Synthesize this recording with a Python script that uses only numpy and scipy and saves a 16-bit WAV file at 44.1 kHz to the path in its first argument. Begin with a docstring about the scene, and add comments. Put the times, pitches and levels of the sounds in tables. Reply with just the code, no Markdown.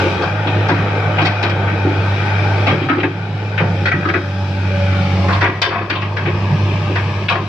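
"""A diesel excavator, some way off, first empties its bucket into a truck on the right, with clanks and booms.
After a short low growl it swings round and digs into stony soil, its clanks now from the middle.
Throughout, periodic exhaust tones drone over the filtered-noise roar of engine and fan; struck steel rings in modes.
Last, in a small stereo microphone, slow gain sinks after each burst of clanks and creeps back,
and a look-ahead limiter ducks everything around the hardest ones."""
import sys
import numpy as np
from scipy import signal
from scipy.fft import rfft, irfft, next_fast_len
from scipy.io import wavfile
from scipy.ndimage import uniform_filter1d, minimum_filter1d

SR = 44100
rng = np.random.default_rng(int(sys.argv[2]) if len(sys.argv) > 2 else 0)


def digitize_waveform(pressure):
    """Quantize a signal to 16-bit integers and store it at the path in sys.argv[1].

    Rows of a 2-D input are taken as channels; values are limited to [-1, 1].
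    """
    field = np.atleast_2d(pressure).T
    bounded = np.clip(field, -1, 1)
    quanta = np.round(bounded * 32767).astype(np.int16)
    wavfile.write(sys.argv[1], SR, quanta)


N = 329868
T = np.arange(N) / SR

# Exhaust under changing load: t/s, firing rate f/Hz, drone level/dB
EXHAUST = [(0.0, 95, -16), (0.25, 92.9, -18), (0.37, 103.1, -15.5), (0.54, 102.4, -13.5),
           (1.29, 101.2, -14.5), (1.8, 98.6, -14), (2.64, 100.4, -12.5), (2.89, 102, -20),
           (3.58, 102.4, -16.5), (3.7, 98.6, -15), (4.08, 96.77, -16), (4.75, 95.8, -12),
           (5.29, 92.95, -12), (5.42, 98.5, -11), (5.69, 101.1, -21.5), (5.79, 100.6, -18.5),
           (6.29, 99, -12.5), (6.65, 99.4, -11), (7.1, 98.4, -16), (7.48, 99.5, -18)]
# Whine at six times the firing rate: t/s, level/dB re drone
WHINE = [(0, -12.5), (2, -23.5), (2.75, -17), (3, -27), (4.1, -15.5), (4.37, -15.5), (4.64, -28.5),
         (4.75, -7), (5.0, -15.5), (5.3, -20.5), (5.5, -21.5), (7.48, -20)]
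# Other exhaust orders: multiple of the firing rate, level/dB re drone, change/(dB per Hz of sag)
ORDERS = [(1.5, -14.5, -0.6), (2, -23.5, 1.83), (3, -26, 0.69), (3.5, -30, 0.2), (8, -37.5, 0.95),
          (8.5, -32.5, 0.93), (9, -28.5, 0.63)]
FREE_HZ = 102  # firing rate without load, from which the sag is counted

# Clanks of pins and stones on the bucket: t/s, relative level/dB, centre f/Hz, low share level/dB,
# treble share level/dB, relative rattle length/s, rise time constant/s
CLANKS = [(0.22, -6, 1254, -4.5, -17.5, 0.055, 0.0026), (0.469, -8.5, 3010, -3.5, -26, 0.013, 0.0038),
          (0.684, -1, 1610, 0, -17, 0.02, 0.0075), (1.183, -1.5, 2320, -3, -27, 0.05, 0.00055),
          (1.216, -7.5, 1340, 0.5, -14, 0.031, .003), (1.251, -2.5, 1950, -7, -14, 0.035, 0.0015),
          (1.255, -9.5, 5080, -15, -17, 0.011, 0.0027), (1.426, -4, 1930, -4, -11.5, 0.035, 0.0035),
          (1.496, -11.5, 2550, -22.5, -12, 0.012, 0.00087), (1.674, -10.5, 1820, -19, -26, 0.051, 0.0039),
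          (2.664, -0.5, 2430, -3, -22.5, 0.035, 0.0061), (2.687, -10, 3300, 8, -22, 0.017, 0.0067),
          (2.709, -11, 1440, -12.5, -24, 0.021, 0.0016), (2.816, -15.5, 2540, -8, -27.5, 0.029, 0.0039),
          (2.8864, 1, 1386, -12, -37, 0.046, 0.0009), (2.889, -6, 2480, -23.5, -29, 0.03, 0.00074),
          (2.979, -8.5, 2190, 0, -34, 0.012, 0.0025), (2.999, -8.5, 2390, -20.5, -38, 0.0088, .001),
          (3.031, -0.5, 2100, -3.5, -29, 0.021, 0.00078), (3.578, -3, 2080, -20, -27, 0.019, 0.00022),
          (3.599, -7, 1370, 0.5, -33, 0.053, 0.0015), (3.855, -0.5, 1650, -17, -21, 0.035, 0.00019),
          (3.916, 2, 1550, -17.5, -34, 0.036, 0.00036), (4.025, -9, 1510, -8, -42, 0.013, .0005),
          (4.052, -1.5, 1252, -24, -29, 0.023, 0.00024), (4.088, -1, 1510, -15.5, -28, 0.015, .0003),
          (4.138, 2, 1536, -10.5, -27, 0.022, .0003), (5.283, -5, 1700, -0.5, -20, 0.13, .003),
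          (5.325, -12.5, 3700, -14, -20, 0.021, 0.0028), (5.408, 3, 1745, -10.5, -19.5, 0.056, 0.0046),
          (5.437, 4, 1730, -10, -28.5, 0.037, 0.0034), (5.471, -8, 1700, -11, -30, 0.019, 0.0017),
          (5.6165, 7.5, 1910, -7.5, -7, 0.045, 0.0011), (5.705, -3, 1690, -4.5, -28, 0.11, 0.0024),
          (5.8972, 0.5, 1990, -15.5, -16, 0.045, 0.0011), (5.953, -4, 3040, -4.5, -25, 0.029, 0.0019),
          (6.016, -5.5, 2340, -7, -18.5, 0.045, 0.0025), (6.166, -4, 1880, -24.5, -18.5, 0.034, 0.002),
          (6.251, -6.5, 2150, -11.5, -34, 0.038, 0.005), (6.953, -5.5, 1780, -11, -19.5, 0.032, 0.0044),
          (7.284, 1, 2780, -21.5, -31, 0.041, 0.00021), (7.296, -0.5, 1280, 4, -15, 0.036, 0.0033),
          (7.352, -5.5, 1970, -2, -23, 0.022, .002)]
# Modes of the bucket: f/Hz, relative level/dB, relative decay time/s
BUCKET_MODES = [(580, -1.5, 0.078), (708, -3, 0.22), (774, -2, 0.18), (856, 5.5, 0.061), (964, 0, 0.2),
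                (1030, -1.5, 0.33), (1091, 2, 0.21), (1179, 2.5, 0.13), (1293, -2.5, 0.13),
                (1506, 0, 0.078), (1586, -0.5, 0.11), (1675, 1.5, 0.11), (1768, -4, 0.14),
                (1911, 5.5, 0.09), (2065, -3, 0.08), (2208, -4, 0.13), (2222, -4, 0.091), (2405, 0, 0.088),
                (2558, -5.5, 0.17), (2825, -3, 0.1), (3060, -3.5, 0.13), (3204, -6.5, 0.22),
                (3550, -4.5, 0.13), (3874, -6.5, 0.17), (4330, -11.5, 0.069), (4440, -7, 0.12),
                (5010, -12.5, 0.096), (5320, -15.5, 0.13), (5510, -11.5, 0.11)]
LOW_SPLIT_HZ = 1200  # bucket modes below it follow the low share
HIGH_SPLIT_HZ = 2800  # bucket modes above it ring with the treble share too

# Booms of the hollow steel arm and truck bed: t/s, relative level/dB, centre f/Hz
BOOMS = [(0.021, -2.5, 382), (0.043, -1.5, 388), (0.196, -5.5, 400), (0.465, -10, 305), (0.566, -9.5, 360),
         (0.7, -2, 315), (1.219, -6, 304), (1.437, -8, 372), (1.855, -1, 334), (2.681, -7.5, 267),
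         (2.724, -4.5, 405), (2.821, -6.5, 301), (2.903, 0.5, 289), (2.976, -2.5, 345), (3.038, -1, 335),
         (3.609, -6.5, 417), (3.946, -7, 324), (4.061, -4, 342), (4.099, -8.5, 355), (4.149, -3, 352),
         (5.431, -2.5, 374), (5.478, -6.5, 365), (5.673, -4, 395), (5.814, -10, 378), (5.907, -7.5, 343),
         (6.275, -5.5, 387), (6.9, -8, 367), (7.359, -10.5, 370), (7.404, -11, 362)]
# Modes of the hollow steel: f/Hz, relative level/dB
HOLLOW_MODES = [(265, 5.5), (295, 9.5), (335, 8), (365, 9.5), (420, 7), (515, 12.5), (550, 17)]

# Engine and fan roar: t/s, then relative level/dB of body, clatter and hiss
ROAR = [(0.0, -16, -16, -30.5), (0.35, -25.5, -22.5, -42.5), (0.77, -21.5, -18.5, -40),
        (1.83, -22.5, -24, -43), (2.17, -26, -21, -39.5), (2.58, -22, -20.5, -38.5),
        (3.14, -30.5, -28, -45.5), (3.83, -26.5, -28, -41.5), (4.3, -29.5, -29.5, -40),
        (4.92, -28, -23.5, -38.5), (5.31, -26, -25.5, -36), (5.8, -27.5, -30.5, -44.5),
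        (6.5, -24, -23, -38), (7.48, -32, -28, -42)]
# Turning of the house: t/s, share of the swung-round colour, stretch of the side-on peaks
SWING = [(0, 0.14, 1.), (4.2, 0.23, 1.003), (4.6, 0.18, 1.02), (5.1, 0.15, 0.936), (5.4, 1., 0.82),
         (7.48, 0.91, 0.68)]
# Colour of the machine seen side-on: f/Hz, relative spectral level/dB
SIDE_ON = [(200, -4.5), (254, -16), (290, -4), (520, -6.5), (626, -11.5), (860, -3.5), (1040, -23.5),
           (1150, -13), (1550, -5), (1670, -18.5), (1850, -11), (1990, -17), (2240, -12), (2420, -4),
           (2750, -14.5), (3250, -6), (3520, -10.5), (3900, -5), (4080, -11.5), (5100, -8), (5350, -9)]
# Colour of the machine swung round: f/Hz, relative spectral level/dB
SWUNG_ROUND = [(200, 3), (245, -15), (300, -7.5), (355, -1), (400, -7.5), (727, -11), (910, -8.5),
               (1250, -10), (1370, -27), (1660, -13.5), (1900, -23.5), (2500, -11), (2900, -14),
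               (4000, -16)]
# Spectrum added to both colours of the roar: f/Hz, relative spectral level/dB
OUTSKIRTS = [(25, -23), (50, -36), (80, -11), (200, -5), (4000, 1.5), (5500, 3.6), (8000, -2.5),
             (13500, -8), (14500, -0.5)]

# Low thuds of earth in the steel: t/s, relative level/dB, f/Hz
THUDS = [(0.55, -14, 148.2), (2.71, -13, 143.4), (3.616, -4.5, 162.5), (3.929, -3, 135.3),
         (6.24, -6.5, 158.5), (6.5, -2.5, 153), (6.731, -11.5, 153)]
RUMBLE_DB, THUD_RUMBLE_DB = -26, -2  # steady rumble; swell of it re each thud
THUD_RISE_S, THUD_T60_S = 0.016, 0.28
# Low growl: start t/s, length/s, level/dB, low f/Hz, high f/Hz
GROWL = (4.5, 0.2, -27.5, 193, 319)
# Thin squeaks: t/s, f/Hz, level/dB, length/s
SQUEAKS = [(1.49, 7780, -46, .045), (2.67, 3245, -27, .1)]

# Treble loss of the microphone: f/Hz, level/dB
MICROPHONE = [(5200, -3.5), (6500, -13), (9000, -20.5), (15000, -27.5)]
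# Likeness of the two ports: f/Hz, left-right correlation (0 to 1)
LIKENESS = [(100, 1.), (250, 0.97), (450, 0.95), (1000, 0.72), (1400, 0.54), (1900, 0.17), (2500, 0.29),
            (3600, 0.3), (7000, .15), (12000, 0.46)]
# Balance of the two ports: f/Hz, left minus right level/dB
LEAN = [(100, -0.44), (500, -1), (1000, 1), (1150, -1.5), (1550, 8), (1950, -1), (2350, 11.5), (2900, 3.5),
        (4200, 2), (5000, 4.5), (6200, -0.5), (9000, -3.5), (12000, 3.5)]
# Lead of the right port, machine straight ahead: f/Hz, phase/rad
AHEAD_LEAD = [(700, 0.086), (4000, 0.49), (6500, 1.96)]
# Lead of the right port, bucket out over the truck to the right: f/Hz, phase/rad
TRUCK_LEAD = [(2000, .1), (2800, 2.5), (4100, 4.4), (5800, 5.9)]
LEAVES_TRUCK_S = 2.8
# Slow gain: averaging time, threshold, share of the excess removed, smoothing time, fall of the held excess
GAIN_HEARS_S, GAIN_ABOVE_DB, GAIN_SHARE, GAIN_SMOOTH_S, HELD_FALL_DB_PER_S = 0.028, -19.5, 0.59, 0.072, 7.5
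EDGE_HZ = 15400  # upper band limit


def exhaust():
    """Fourier synthesis: a periodic source yields multiples of its firing rate; returns sound and firing count."""
    hz, drone_db = columns(EXHAUST, T)
    turns = np.cumsum(hz * (1 + 0.00422 * wander(size=900))) / SR
    sag_hz = FREE_HZ - hz
    orders = [(1, 0.0077), (6, *columns(WHINE, T))]
    orders += [(k, db + slope * sag_hz) for k, db, slope in ORDERS]
    tones = np.zeros(N)
    for k, db in orders:
        unsteady_db = (1.07 + 0.3 * k) * wander(size=1200)
        tones += amp(drone_db + db + unsteady_db) * np.cos(2 * np.pi * k * turns)
    return np.sqrt(2) * tones, turns


def clanks():
    """Modal excitation: knocks drive the bucket modes near the struck spot, under grit; two draws, for two paths."""
    out, t = np.zeros((2, N)), np.arange(SR // 4) / SR
    both = (2, len(t))
    hz, mode_db, decay = np.transpose(BUCKET_MODES * 2)  # every mode is a close pair
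    chance = rng.standard_normal((len(CLANKS), 2, len(hz)))
    for (s, db, centre_hz, low_db, treble_db, length, rise), (uneven, detune) in zip(CLANKS, chance):
        away = np.log2(hz / centre_hz)  # octaves from the struck spot; higher modes are harder to drive
        near_db = np.where(hz < LOW_SPLIT_HZ, low_db, -13. * away ** 2 - 4.0 * np.maximum(away, 0))
        near_db = np.where(hz > HIGH_SPLIT_HZ, np.maximum(near_db, treble_db + 9.5), near_db)
        # the way to the microphone tints the clank as it tints the roar
        swing, _ = columns(SWING, s)
        near_db = near_db + 0.53 * ((1 - swing) * read(SIDE_ON, hz) + swing * read(SWUNG_ROUND, hz))

        start_db = mode_db + near_db + 2.7 * uneven
        fall = amp(start_db[:, None] - 60 * t / (0.36 * decay[:, None]))
        modes = (fall * np.sin(2 * np.pi * np.outer(hz * (1 + 0.014 * detune), t))).sum(0)
        modes *= 1 - np.exp(-t / 0.00087)  # steel on steel through grit: a blunt contact

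        shake = np.exp(-(t / (length + 0.011)) ** 2) + 0.28 * amp(-60 * t / 1.0)
        shake += 1.5 * np.exp(-t / 0.0072)  # the first blow is the hardest
        shake *= 1 - np.exp(-t / (rise + 1e-5))
        knocks = rng.standard_normal(both) * (rng.random(both) < 1600 / SR) * shake
        knocks[:, 12] = 2.6 * np.exp(-rise / 0.0026)  # a sudden clank opens with one clean knock
        rung = signal.fftconvolve(knocks, modes[None], axes=1)[:, :len(t)]

        edges = 0.8 * centre_hz, 1.3 * centre_hz
        scrape = band(band(rng.standard_normal(both), *edges), *edges) * shake
        grains = rng.standard_normal(both) * (0.39 + (rng.random(both) < 900 / SR) * 4.0)
        grit = band(band(grains, 1500, 5500), 2500, 10000) * shake
        grit *= 0.18 + np.exp(-t / 0.017)  # the crack is over first
        rung, scrape, grit = (even_onset(x) for x in (rung, scrape, grit))
        clank = amp(db - 10.5) * (rung + 0.47 * scrape + amp(treble_db + 2.5) * grit)
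        for path, sound in zip(out, clank):
            add(path, s, sound)
    return out


def booms():
    """Damped free vibration: each blow swells quickly and rings the hollow modes nearest its centre."""
    out, t = np.zeros(N), np.arange(SR // 2) / SR
    hz, mode_db = np.transpose(HOLLOW_MODES)
    chance = rng.random((len(BOOMS), 2, len(hz)))
    for (s, db, centre_hz), (phase, detune) in zip(BOOMS, chance):
        near = amp(mode_db - 60. * np.log2(hz / centre_hz) ** 2)
        cycles = np.outer(hz * (1 + 0.062 * (detune - .5)), t)
        waves = np.sin(2 * np.pi * (cycles + 0.53 * phase[:, None]))
        ring = (near / np.linalg.norm(near)) @ waves
        shape = amp(db - 2.5 - 60 * t / 0.34) * (1 - np.exp(-t / 0.0016))
        add(out, s - .004, shape * ring)
    return out


def roar(turns):
    """Filtered noise: spectral peaks and hollows shift as the house swings; two draws, for two paths."""
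    frames, hz = N // 256 + 5, np.fft.rfftfreq(1024, 1 / SR)
    t = np.arange(frames) * 256 / SR
    a, b, c, d, patches, strands = rng.standard_normal((frames, 513, 6)).T
    # strands are brief narrow resonances; patches are broader in frequency
    strands = evened(uniform_filter1d(uniform_filter1d(strands, size=2, axis=0), size=16, axis=1))
    patches = evened(uniform_filter1d(uniform_filter1d(patches, size=10, axis=0), size=24, axis=1))

    swing, stretch = columns(SWING, t)
    side_on = read(SIDE_ON, np.outer(hz, 1 / stretch)) * (1 - swing)
    colour = side_on + np.outer(read(SWUNG_ROUND, hz), swing) + read(OUTSKIRTS, hz)[:, None]

    # each level holds for its own band; between the bands the gain is blended
    for_band = [(hz > lo) & (hz < hi) for lo, hi in ((400, 1000), (1200, 3000), (4000, 7000))]
    levels = columns(ROAR, t)
    gains = [db - 10 * np.log10((amp(colour[m]) ** 2).sum(0)) for db, m in zip(levels, for_band)]
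    weights = [np.interp(np.log(hz + 1), np.log([700, 1900, 5000]), row) for row in np.eye(3)]
    blended = sum(np.outer(w, g) for w, g in zip(weights, gains))

    field = colour + blended + 0.95 * patches + 2.05 * strands
    spectra = np.array([a + 1j * b, c + 1j * d]) * amp(field + 3.5)
    noise = signal.istft(spectra, nperseg=1024, noverlap=768)[1][:, :N]
    # the roar throbs with each firing, every other one stronger
    return noise * (1 + 0.03 * np.cos(np.pi * turns) + 0.072 * np.cos(2 * np.pi * turns))


def rumble():
    """Damped resonance and modulated noise: each thud rings briefly and swells a loose low rumble."""
    swell, rings, t = amp(RUMBLE_DB + 3.2 * wander(size=3000)), np.zeros(N), T[:SR // 2]
    for s, db, hz in THUDS:
        shape = amp(db - 60 * t / THUD_T60_S) * (1 - np.exp(-t / THUD_RISE_S))
        add(swell, s, amp(THUD_RUMBLE_DB) * shape)
        add(rings, s, shape * np.sin(2 * np.pi * hz * t))
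    noise = band(band(rng.standard_normal(N), 122, 196.0), 122, 196.0)
    return rings + swell * evened(noise)


def growl():
    """Band-limited noise under an envelope: a low growl swells and fades."""
    out, (s, length, db, lo_hz, hi_hz) = np.zeros(N), GROWL
    count = round(length * SR)
    noise = evened(band(rng.standard_normal(N), lo_hz, hi_hz))[:count]
    add(out, s, amp(db) * np.sqrt(np.hanning(count)) * noise)
    return out


def squeak():
    """Simple harmonic motion under a smooth envelope: brief high tones."""
    out = np.zeros(N)
    for s, hz, db, length in SQUEAKS:
        t = np.arange(round(length * SR)) / SR
        add(out, s, amp(db) * np.hanning(len(t)) * np.sin(2 * np.pi * hz * t))
    return out


def scattered(x):
    """Multiple scattering: bushes and heaps of earth smear the sound, its colour kept nearly even."""
    spread = rfft(rng.standard_normal(4096) * np.exp(-np.arange(4096) / 180.0))
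    taps = irfft(spread / abs(spread))[:2048]
    return signal.fftconvolve(x, taps / np.linalg.norm(taps))[:N]


def ports(direct, diffuse, lead):
    """Partial coherence: of two close ports, dull in the treble, the right hears part by other paths."""
    size = next_fast_len(N + 4096)
    hz = np.fft.rfftfreq(size, 1 / SR)
    same, lean = read(LIKENESS, hz), amp(read(LEAN, hz) / 2)
    left, other = rfft(direct, size), rfft(diffuse, size)
    # below the first tabled frequency the lead shrinks in proportion to frequency
    phase = read(lead, hz) * np.minimum(hz / lead[0][0], 1)
    right = (same * left + np.sqrt(1 - same ** 2) * other) * np.exp(1j * phase)
    return irfft(np.array([left * lean, right / lean]) * amp(read(MICROPHONE, hz)), size)[:, :N]


def amp(db):
    """Logarithmic level law: dB to gain."""
    return 10 ** (np.asarray(db) / 20)


def evened(x):
    """Mean-square normalisation: rms 1."""
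    return x / np.sqrt(np.mean(x ** 2) + 1e-20)


def even_onset(x):
    """Mean-square normalisation: rms 1 over the first 900 samples of each path."""
    return x / np.sqrt(np.mean(x[:, :900] ** 2, axis=1, keepdims=True))


def read(points, hz):
    """Logarithmic pitch scale: a spectrum table interpolated on a log axis."""
    f, value = np.transpose(points)
    return np.interp(np.log(hz + 1), np.log(f + 1), value)


def columns(rows, t):
    """Linear interpolation: every column of a curve table at the times t."""
    s, *rest = np.transpose(rows)
    return [np.interp(t, s, c) for c in rest]


def add(mix, s, sound):
    """Superposition: mixes a sound in at s seconds."""
    part = mix[round(s * SR):][:len(sound)]
    part += sound[:len(part)]


def band(x, lo_hz, hi_hz):
    """Band-pass filtering by a Butterworth response."""
    return signal.sosfilt(signal.butter(2, [lo_hz, min(hi_hz, SR / 2.1)], "band", fs=SR, output="sos"), x)


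def wander(size):
    """Smoothed random process: slow chance, smooth over about size samples."""
    return evened(uniform_filter1d(uniform_filter1d(rng.standard_normal(N), size), size))


def lag(x, seconds):
    """First-order relaxation: follows x with a time constant."""
    r = np.exp(-1 / (seconds * SR))
    return signal.lfilter([1 - r], [1, -r], x, zi=[r * x[:2000].mean()])[0]


def held_over(power, above_db, back_db_per_s):
    """Peak hold: dB by which power tops a threshold, sinking back at a steady rate."""
    fall = T * back_db_per_s
    held_db = np.maximum.accumulate(10 * np.log10(abs(power) + 1e-12) + fall) - fall
    return np.maximum(held_db - above_db, 0)


def scene():
    """Superposition at two ports: the bucket's clanks come from the right, then from the middle."""
    drone, turns = exhaust()
    near, far = roar(turns)
    steel = drone + rumble() + growl() + booms() + squeak()
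    struck, over_truck = clanks(), T < LEAVES_TRUCK_S
    machine = np.array([steel + near, scattered(steel) + far])
    ahead = ports(*(machine + struck * ~over_truck), AHEAD_LEAD)
    return ahead + ports(*(struck * over_truck), TRUCK_LEAD)


def record(dry):
    """Dynamic compression: slow gain, then a limiter, both steered above the bass; last, a band limit."""
    power = band(dry.mean(0), 700, 9000) ** 2
    held_db = held_over(lag(power, GAIN_HEARS_S), GAIN_ABOVE_DB, HELD_FALL_DB_PER_S)
    slow = amp(-GAIN_SHARE * lag(held_db, GAIN_SMOOTH_S))
    over_db = held_over(uniform_filter1d(power * slow ** 2, 300), above_db=-14.5, back_db_per_s=54.0)
    ahead_db = -minimum_filter1d(-over_db, size=900, origin=-449)  # the largest excess in the next 20 ms
    ducked = dry * slow / amp(0.73 * uniform_filter1d(ahead_db, size=500))
    ducked = ducked / (1 + (ducked / .95) ** 4) ** .25  # the last peaks are rounded off
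    low_pass = signal.firwin(511, EDGE_HZ, window=("kaiser", 9), fs=SR)
    return signal.oaconvolve(ducked, low_pass[None], "same")


dry = scene()
out = record(dry)
digitize_waveform(out)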